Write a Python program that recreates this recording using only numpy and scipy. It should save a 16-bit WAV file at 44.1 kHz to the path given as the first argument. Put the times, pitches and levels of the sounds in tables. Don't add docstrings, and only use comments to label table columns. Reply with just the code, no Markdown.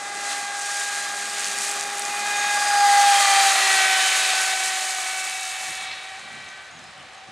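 import sys
import numpy as np
from scipy import signal
from scipy.fft import rfft, irfft, next_fast_len
from scipy.io import wavfile

SR = 44100
rng = np.random.default_rng(int(sys.argv[2]) if len(sys.argv) > 2 else 0)


def put_to_file(sound):
    columns = np.atleast_2d(sound).T
    safe = np.clip(columns, -1, 1)
    whole_steps = np.round(safe * 32767)
    wavfile.write(sys.argv[1], SR, whole_steps.astype(np.int16))


N = 322371
TIME = np.arange(N) / SR


# time in seconds, shaft speed in turns per second.
SHAFT_SPEED = [(0.0, 388.4), (0.4, 387.9), (0.88, 389.7), (2.0, 389.1), (2.08, 392.3), (2.64, 395.3),
               (2.88, 392.5), (3.04, 393.2), (3.36, 392.7), (3.76, 393.8), (4.4, 394.2), (4.96, 393.4),
               (5.12, 394.5), (5.76, 394.5), (6.0, 396.3), (6.32, 403.1), (6.72, 399.0), (7.3, 398.2)]


def shaft_angle(wobble_turns_per_s=0.5065, shake_turns_per_s=0.7):
    speed, = in_time(SHAFT_SPEED)
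    receding_m_per_s = BOAT_M_PER_S * ahead_m(0) / np.hypot(CLOSEST_M, ahead_m(0))
    heard = speed * (1 - receding_m_per_s / SOUND_M_PER_S)
    waver = wobble_turns_per_s * drift(9.26) + shake_turns_per_s * drift(69.2)
    return 2 * np.pi * np.cumsum(heard + waver) / SR


# time in seconds, level in dB.
BLADE_TONE = [(0.0, -38.8), (0.4, -34.0), (1.44, -40.6), (2.64, -26.8), (2.83, -16.0), (3.02, -14.6),
              (3.14, -17.5), (3.23, -23), (3.33, -19.3), (3.46, -19.8), (3.6, -30), (3.75, -26.5),
              (4.0, -29.0), (4.16, -35.8), (4.32, -30.7), (5.5, -41.3), (6.16, -45.3), (6.21, -57),
              (6.31, -49), (6.42, -59), (6.7, -53), (7.04, -58), (7.2, -51), (7.3, -50.0)]
# time in seconds, level in dB.
BLADE_OCTAVE = [(0.0, -42.5), (0.8, -32.5), (2.08, -45.5), (2.32, -31), (2.55, -28.5), (3.12, -30),
                (3.36, -47), (3.44, -31), (3.6, -47), (3.76, -28), (4.08, -32), (4.32, -34.5), (4.4, -30),
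                (4.88, -43.5), (5.2, -39), (5.68, -67), (6.15, -50.5), (6.45, -48), (6.66, -48.5),
                (6.78, -61), (7.3, -64)]


def propeller(angle, remote, flutter_db=1.23):
    paths = many_paths(scattered=0.65 * remote ** 3, rate_hz=16)
    tone_db, = in_time(BLADE_TONE)
    octave_db, = in_time(BLADE_OCTAVE)
    tone = np.abs(paths) * partial(2 * angle + np.angle(paths), tone_db, flutter_db)
    octave = partial(4 * angle, octave_db, flutter_db)
    return tone + octave


# order number, level in dB coming, level in dB going.
SHAFT_ORDERS = [(1, -58, -52.5), (3, -38.5, -42), (5, -36, -34.5), (6, -37.5, -32), (7, -51, -39.5),
                (8, -40.5, -35), (9, -38, -51), (10, -38.5, -43), (11, -38.5, -36), (12, -37, -44),
                (13, -43, -50), (14, -40, -52), (15, -38, -41), (16, -33.5, -41), (17, -51, -36),
                (18, -37, -39), (19, -48, -42), (20, -40, -42), (22, -48, -41)]
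# order number, centre in seconds, peak in dB as if at the closest point, bell spread in seconds.
HULL_BEAMS = [(1, 0.33, -42.5, 0.89), (1, 1.78, -37, 0.54), (1, 2.84, -47.5, 0.17), (1, 3.71, -46, 0.18),
              (1, 4.5, -45, 0.75), (3, 3.21, -29, 0.09), (5, 0.26, -27.5, 0.27), (5, 2.32, -28.5, 0.28),
              (5, 2.95, -26, 0.08), (5, 3.32, -29.5, 0.063), (5, 3.78, -23.5, 0.14), (5, 4.7, -28, .08),
              (5, 5.95, -35, 0.11), (5, 6.45, -30, 0.13), (6, 1.67, -31.5, .2), (6, 2.32, -25.5, 0.24),
              (6, 3.35, -32, 0.1), (6, 3.85, -28.5, 0.093), (6, 4.58, -27.5, 0.13), (6, 5.2, -25, .17),
              (6, 5.77, -26.5, 0.32), (6, 6.42, -29, 0.15), (7, 3.7, -32, 0.18), (7, 4.35, -29, 0.28),
              (7, 5.2, -28, 0.14), (7, 5.67, -26.5, 0.33), (8, 3.21, -29.5, .16), (8, 4.07, -28.5, 0.15),
              (9, 2.42, -30, 0.14), (9, 3.9, -35, 0.2), (9, 5.9, -29, 0.12), (10, 0.32, -31, .08),
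              (10, 1.03, -33, .15), (10, 3.43, -34, 0.13), (10, 4.25, -28.5, 0.17), (10, 5.42, -30, 0.17),
              (10, 5.9, -25, 0.16), (10, 6.4, -31.5, 0.2), (11, 3.07, -31.5, 0.22), (11, 3.67, -34, .15),
              (11, 5.88, -28, .12), (12, 2.74, -27, .16), (12, 3.36, -31, .12), (12, 4.3, -33, .18),
              (13, 4.2, -35, .3), (14, .72, -33, .1), (14, 2.5, -38, .25), (14, 4.35, -37, .25),
              (16, 2.42, -23, 0.074), (16, 2.82, -33, .14), (17, 4.2, -34, .25), (20, .7, -34, 0.7)]
# centre in seconds, bell spread in seconds, extra spray in dB, extra splash in dB.
SURGES = [(0.313, 0.079, 7.5, 5.5), (0.734, 0.12, 6.5, 4), (1.006, 0.097, 3.5, 2), (1.217, 0.027, 3, 1.5),
          (1.42, 0.088, 5, 5), (1.67, 0.1, 7, 4), (2.426, 0.073, 0.5, 1.5), (3.088, 0.22, 2.5, 2.5),
          (4.266, 0.25, 2, 3.5), (4.786, 0.34, 2, 1), (5.7, .08, 2, 1), (5.91, 0.048, -2.5, 4.5)]
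EASE_S, EASE_TAKES_S, EASE_DB = 6.61, 0.12, 11
FRAY_NEAR, FRAY_FAR, FRAY_HZ = 0.006, 0.012, 100
AIR_LOSS_DB = 0.1


def motor(angle, remote, fading_db=0.9, bite_db=0.17):
    reach_db = passing_db(0, 0) - EASE_DB * np.clip((TIME - EASE_S) / EASE_TAKES_S, 0, 1)
    load = sum(swell(s, 0, spread_s) for s, spread_s, spray_db, _ in SURGES if spray_db > 2.8)
    load = load - np.clip(1 - TIME / BUILD_S, 0, 1) / 2
    stern = going()
    out = np.zeros(N)
    for order, coming_db, going_db in SHAFT_ORDERS:
        facing_db = coming_db + stern * (going_db - coming_db)
        all_round = from_db(facing_db + fading_db * drift(3.6) + bite_db * order * load)
        beam_power = sum(swell(s, db, spread_s) ** 2 for k, s, db, spread_s in HULL_BEAMS if k == order)
        paths = many_paths(order * (FRAY_NEAR + FRAY_FAR * remote), FRAY_HZ)
        line_db = reach_db - AIR_LOSS_DB * order ** 2 * remote
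        line = partial(order * angle + np.angle(paths), line_db, flutter_db=1.5)
        out += np.sqrt(all_round ** 2 + beam_power) * np.abs(paths) * line
    return out


# pitch in Hz, width in Hz, relative dB coming, relative dB going.
HULL_RESONANCES = [(596, 126, -8, -9.5), (780, 109, -1, 0), (1178, 128, 2.5, -1), (1770, 370, -0.5, -1.5)]


def churn(angle, churn_db, beat=0.39):
    drive = noise() * (1 + beat * np.cos(2 * angle)) * from_db(1.4 * drift(40))
    body = np.zeros(N)
    for k, (hz, width_hz, coming_db, going_db) in enumerate(HULL_RESONANCES):
        gain = from_db(coming_db + going() * (going_db - coming_db))
        body += (-1) ** k * gain * resonate(drive, hz, width_hz)
    return from_db(churn_db) * rms_one(band(body, low_hz=433, high_hz=2460))


# frequency in Hz, relative level in dB.
SPRAY_TONE = [(2500, -42), (4500, -3), (5500, -3.5), (6700, 1), (7500, -0.5), (8500, 0), (9500, -4.5),
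              (10500, -11.5), (11500, -20.5), (12500, -36.5), (15500, -52)]
# frequency in Hz, relative level in dB.
MIST_TONE = [(8000, -12), (11000, 4), (12500, -1.5), (14000, -5.5), (15800, -15)]
# time in seconds, spatter as a share of power from 0 to 1.
SPATTER_SHARE = [(0, 0.13), (1.3, 0.38), (1.65, 0.55), (1.9, 0.5), (2.3, 0.15), (3.3, 0.099), (4.5, 0.19),
                 (7.3, 0.51)]


def spray(spray_db, remote, near_db=-21, mist_growth=1.07, mist_db=-35, far_loss_db=19):
    grainy = np.clip(in_time(SPATTER_SHARE)[0], 0, 1)
    grains = spatter(per_s=1000, spread_db=3.45, burst_s=0.00035)
    drops = np.sqrt(grainy) * grains + np.sqrt(1 - grainy) * noise()
    drops = drops * from_db(0.92 * drift(18.0))
    hiss = from_db(spray_db) * rms_one(band(colour(drops, SPRAY_TONE), low_hz=1800, high_hz=18300))
    droplets = drops + from_db(-2) * spatter(per_s=350, spread_db=2.2, burst_s=0.0003)
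    mist = rms_one(band(colour(droplets, MIST_TONE), low_hz=6900, high_hz=18100))
    coming_db = np.interp(TIME, [0, 2.0], [-7, 0])
    mist_level_db = mist_db + coming_db + mist_growth * (spray_db - near_db) - far_loss_db * remote
    return hiss + from_db(mist_level_db) * mist


# frequency in Hz, relative level in dB.
SPLASH_TONE = [(500, -10), (1000, -6.5), (1500, -0.5), (1950, 4.5), (2200, 1.5), (2500, 4.5), (2900, 0.5),
               (4000, 2), (4700, -5), (5600, -8), (8000, -17.5), (14000, -46)]


def splash(splash_db, drops_db=-4):
    water = rms_one(noise() + from_db(drops_db) * spatter(per_s=1200, spread_db=4.0, burst_s=0.0042))
    sheet = rms_one(band(colour(water, SPLASH_TONE), low_hz=452, high_hz=16000))
    return from_db(splash_db + 0.13 * drift(24)) * sheet


# start in seconds, peak level in dB, resonance in Hz, its width in Hz.
SLAPS = [(0.2124, -22, 8100, 3000), (0.614, -19, 6500, 3500), (0.621, -21, 7500, 3500),
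         (1.1772, -20, 8100, 3000), (1.3039, -20, 7400, 3000), (1.3838, -18, 8200, 3000),
         (1.4445, -15, 6000, 6000), (1.4735, -15, 8000, 1500), (1.4843, -13.5, 8000, 4000),
         (1.514, -15, 6500, 2500), (1.586, -11.5, 8000, 2000), (1.6097, -13.5, 7300, 3500),
         (1.6334, -17, 8000, 3500), (1.6541, -16, 8000, 3500), (1.6921, -14, 8100, 3000),
         (1.6974, -14, 8000, 3500), (1.7764, -18, 7200, 3000), (1.7963, -16, 6650, 3000),
         (1.8287, -16, 8000, 2500), (1.9829, -13.5, 8300, 1800), (1.9949, -13, 9000, 7000),
         (2.0517, -15.5, 7000, 2000), (2.2668, -16, 8200, 2500), (2.9956, -14, 6500, 3000),
         (4.9487, -15, 7600, 2500)]


def slaps(decay_s=0.00065):
    out = np.zeros(N)
    age = TIME[:SR // 50]
    for s, db, hz, width_hz in SLAPS:
        burst = rng.standard_normal(len(age)) * np.exp(-age / decay_s)
        crack = band(resonate(burst, hz, width_hz), low_hz=hz / 1.5, high_hz=hz * 1.15)
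        at = round(s * SR)
        out[at:at + len(age)] += from_db(db) * crack / np.abs(crack).max()
    return out


CHURN_DB, CHURN_LAG_S, CHURN_SIZE_M, CHURN_FAR_DB = -24.5, 0.0078, 0.5, 6
SPLASH_DB, SPLASH_LAG_S, SPLASH_SIZE_M, SPLASH_FAR_DB = -20.9, 0.16, 0.57, 9.5
SPRAY_DB, SPRAY_LAG_S, SPRAY_SIZE_M, SPRAY_FAR_DB = -18.9, 0.13, 4.2, 22.5
BUILD_DB, BUILD_S = 3, 0.9


def water_levels(remote, splash_bow_db=1.5, spray_bow_db=0.5):
    lacking_db = BUILD_DB * np.clip(1 - (TIME / BUILD_S) ** 2, 0, 1)
    bow = 1 - going()
    spray_surge_db = sum(db * swell(s, 0, spread_s) for s, spread_s, db, _ in SURGES)
    splash_surge_db = sum(db * swell(s, 0, spread_s) for s, spread_s, _, db in SURGES)
    more_spray_db = spray_surge_db - lacking_db - spray_bow_db * bow
    more_splash_db = splash_surge_db - lacking_db - splash_bow_db * bow
    churn_db = CHURN_DB + passing_db(CHURN_LAG_S, CHURN_SIZE_M) - CHURN_FAR_DB * remote
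    splash_db = SPLASH_DB + passing_db(SPLASH_LAG_S, SPLASH_SIZE_M) - SPLASH_FAR_DB * remote
    spray_db = SPRAY_DB + passing_db(SPRAY_LAG_S, SPRAY_SIZE_M) - SPRAY_FAR_DB * remote
    return churn_db, splash_db + more_splash_db, spray_db + more_spray_db


# time in seconds, level in dB.
WASH_LEVEL = [(0, -46), (.9, -50.5), (1.6, -46.5), (2.6, -46), (3.2, -53), (3.8, -64), (4.6, -62),
              (5.3, -63), (5.6, -67)]
# frequency in Hz, relative level in dB.
WASH_TONE = [(25, -28), (60, -17), (150, -10.5), (215, -7.5), (280, -1.5), (450, -3.5), (700, 5),
             (1500, -47), (6000, -60)]


def wash(remote):
    wash_db, = in_time(WASH_LEVEL)
    return from_db(wash_db - 1.9 * remote + 1.0 * drift(8.9)) * rms_one(colour(noise(), WASH_TONE))


# time in seconds, level in dB.
DRONE_LEVEL = [(0, -65), (.9, -67.5), (1.3, -58.5), (2.6, -59.5), (3.2, -72.5), (5.8, -69.5), (7.31, -76)]


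def drone(hz=210, width_hz=22):
    db, = in_time(DRONE_LEVEL)
    hum = resonate(resonate(noise(), hz, width_hz), hz, width_hz)
    return from_db(db) * rms_one(hum)


# frequency in Hz, relative level in dB.
SHORE_TONE = [(25, -22), (90, -2.5), (220, -14), (550, -1), (1000, -2), (3000, -8.5), (10000, -24.5),
              (14000, -59)]


def shore(still_db=-64, breeze_db=14.0, from_s=4.97, rise_s=0.8):
    rise = np.clip((TIME - from_s) / rise_s, 0, 1)
    return from_db(still_db + breeze_db * rise) * rms_one(colour(noise(), SHORE_TONE))


# centre in seconds, peak level in dB, bell spread in seconds.
MICROPHONE_PUFFS = [(2.98, -64, 0.016), (5.696, -50, 0.017), (5.83, -61, 0.027), (5.93, -62, .035),
                    (6.25, -59, .05), (6.35, -52, 0.04), (6.47, -58, .04), (6.785, -53, 0.045),
                    (6.89, -60, .025), (7.01, -56.5, 0.05), (7.3, -53, 0.023)]
# frequency in Hz, relative level in dB.
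PUFF_TONE = [(20, -18), (60, -17), (130, 0), (220, -2), (350, -7.5), (700, -32), (2000, -55)]


def microphone_puffs():
    puffs = sum(swell(*puff) for puff in MICROPHONE_PUFFS)
    return puffs * from_db(2 * drift(25)) * rms_one(colour(noise(), PUFF_TONE))


# start in seconds, length in seconds, first pitch in Hz, last pitch in Hz, level in dB.
BIRD_NOTES = [(6.475, .036, 6380, 6080, -52.5), (6.7, .068, 6480, 6950, -59),
              (6.766, .037, 6850, 5700, -54.5), (6.82, .075, 5150, 5060, -56),
              (6.955, .075, 3000, 3005, -53.5), (7.07, .14, 2990, 2990, -61), (7.16, .04, 6550, 6250, -60)]


def bird(waver_hz=55, trees_db=-5, trees_t60_s=0.5):
    out = np.zeros(N)
    for s, length_s, first_hz, last_hz, db in BIRD_NOTES:
        along = np.clip((TIME - s) / length_s, 0, 1)
        hz = first_hz + along * (last_hz - first_hz) + waver_hz * drift(121)
        envelope = np.sqrt(np.abs(np.sin(np.pi * along)))
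        out += envelope * partial(2 * np.pi * np.cumsum(hz) / SR, db, flutter_db=2.5)
    tail = (noise() * from_db(-60 * TIME / trees_t60_s))[:SR]
    smeared = signal.fftconvolve(out, tail / np.linalg.norm(tail))[:N]
    return out + from_db(trees_db) * smeared


ABEAM_S, BOAT_M_PER_S, CLOSEST_M, TURN_M = 3.43, 14.9, 6.7, 29
SOUND_M_PER_S = 343


def ahead_m(lag_s):
    return np.maximum(BOAT_M_PER_S * (TIME - ABEAM_S - lag_s), -TURN_M)


def passing_db(lag_s, size_m):
    return 20 * np.log10(CLOSEST_M / np.sqrt(CLOSEST_M ** 2 + size_m ** 2 + ahead_m(lag_s) ** 2))


def going(turn_s=0.81):
    return np.clip(0.5 + (TIME - ABEAM_S) / turn_s, 0, 1)


# time in seconds, remoteness from 0 (near) to 1 (far off).
REMOTENESS = [(5.68, 0.16), (5.92, 0.49), (6.75, 0.92), (7.31, 1)]


def remoteness():
    return in_time(REMOTENESS)[0]


def many_paths(scattered, rate_hz):
    share = np.clip(scattered, 0, 1)
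    return np.sqrt(1 - share) + np.sqrt(share / 2) * (drift(rate_hz) + 1j * drift(rate_hz))


def partial(angle, level_db, flutter_db):
    return np.sqrt(2) * from_db(level_db + flutter_db * drift(50)) * np.sin(angle + rng.uniform(0, 2 * np.pi))


def spatter(per_s, spread_db, burst_s):
    sizes = from_db(spread_db * np.minimum(rng.exponential(1, N), 5))
    hits = (rng.random(N) < per_s / SR) * sizes ** 2
    power = signal.lfilter([1], [1, -np.exp(-1 / (burst_s * SR))], hits + 1e-18)
    return rms_one(np.sqrt(power) * noise())


def swell(s, db, spread_s):
    away = np.minimum(np.abs(TIME - s) / spread_s, 10)
    return from_db(db) * np.exp(-0.5 * away ** 2)


def drift(corner_hz):
    r = np.exp(-2 * np.pi * corner_hz * 20 / SR)
    raw = rng.standard_normal(N // 20 + 4002)
    slow = signal.lfilter([1], [1, -2 * r, r * r], raw)[4000:]
    return np.interp(np.arange(N) / 20, np.arange(len(slow)), rms_one(slow))


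def resonate(x, hz, width_hz):
    r = np.exp(-np.pi * width_hz / SR)
    feed = np.array([1, 0, -1]) * (1 - r * r) / 2
    return signal.lfilter(feed, [1, -2 * r * np.cos(2 * np.pi * hz / SR), r * r], x)


def colour(x, spectrum):
    size = next_fast_len(N + 4096)
    hz, db = np.transpose(spectrum)
    bins_hz = np.maximum(np.fft.rfftfreq(size, 1 / SR), 1)
    gain = from_db(np.interp(np.log(bins_hz), np.log(hz), db))
    return irfft(rfft(x, size) * gain, size)[:N]


def band(x, low_hz, high_hz):
    edges_hz = [low_hz, min(high_hz, SR / 2 - 1)]
    return signal.sosfilt(signal.butter(2, edges_hz, "band", fs=SR, output="sos"), x)


def noise():
    return rng.standard_normal(N)


def in_time(rows):
    s, *columns = np.transpose(rows)
    return [np.interp(TIME, s, c) for c in columns]


def from_db(db):
    return np.exp(np.asarray(db) * (np.log(10) / 20))


def rms_one(x):
    return x / np.sqrt(np.mean(x ** 2) + 1e-20)


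# frequency in Hz, side gain in dB.
ECHO_SIDE_FILTER = [(30, -20), (130, -11), (280, -44), (600, -21), (1200, -52), (3000, -31.5), (4000, -38),
                    (5200, -19.5), (6600, -47), (8200, -62), (10000, -10), (11200, -22), (12200, -42),
                    (15500, -55)]
# frequency in Hz, side gain in dB.
DIFFUSE_SIDE_FILTER = [(30, -14), (110, -12), (250, -0.5), (600, -11), (2000, -3.5), (10000, -5)]


def scene(banks_db=12, near_echo_db=0.5):
    angle = shaft_angle()
    remote = remoteness()
    churn_db, splash_db, spray_db = water_levels(remote)
    whine = propeller(angle, remote) + motor(angle, remote)
    boat = whine + churn(angle, churn_db) + splash(splash_db) + spray(spray_db, remote) + slaps()
    delayed = np.interp(TIME - 0.013, TIME, boat, left=0)
    echo = from_db(near_echo_db + banks_db * remote) * delayed
    mid = boat + wash(remote) + drone() + shore() + microphone_puffs() + bird()
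    side = colour(echo + wash(remote), ECHO_SIDE_FILTER)
    side = side + colour(shore() + microphone_puffs(), DIFFUSE_SIDE_FILTER)
    side = side + swell(3.92, db=-23, spread_s=0.2) * band(echo, low_hz=2100, high_hz=10000)
    return np.array([mid + side, mid - side])


def record(dry, rumble_hz=35, cutoff_hz=15800):
    thin = signal.sosfilt(signal.butter(2, rumble_hz, "high", fs=SR, output="sos"), dry)
    return signal.sosfilt(signal.ellip(12, 0.1, 90, cutoff_hz, fs=SR, output="sos"), thin)


dry = scene()
out = record(dry)
put_to_file(out)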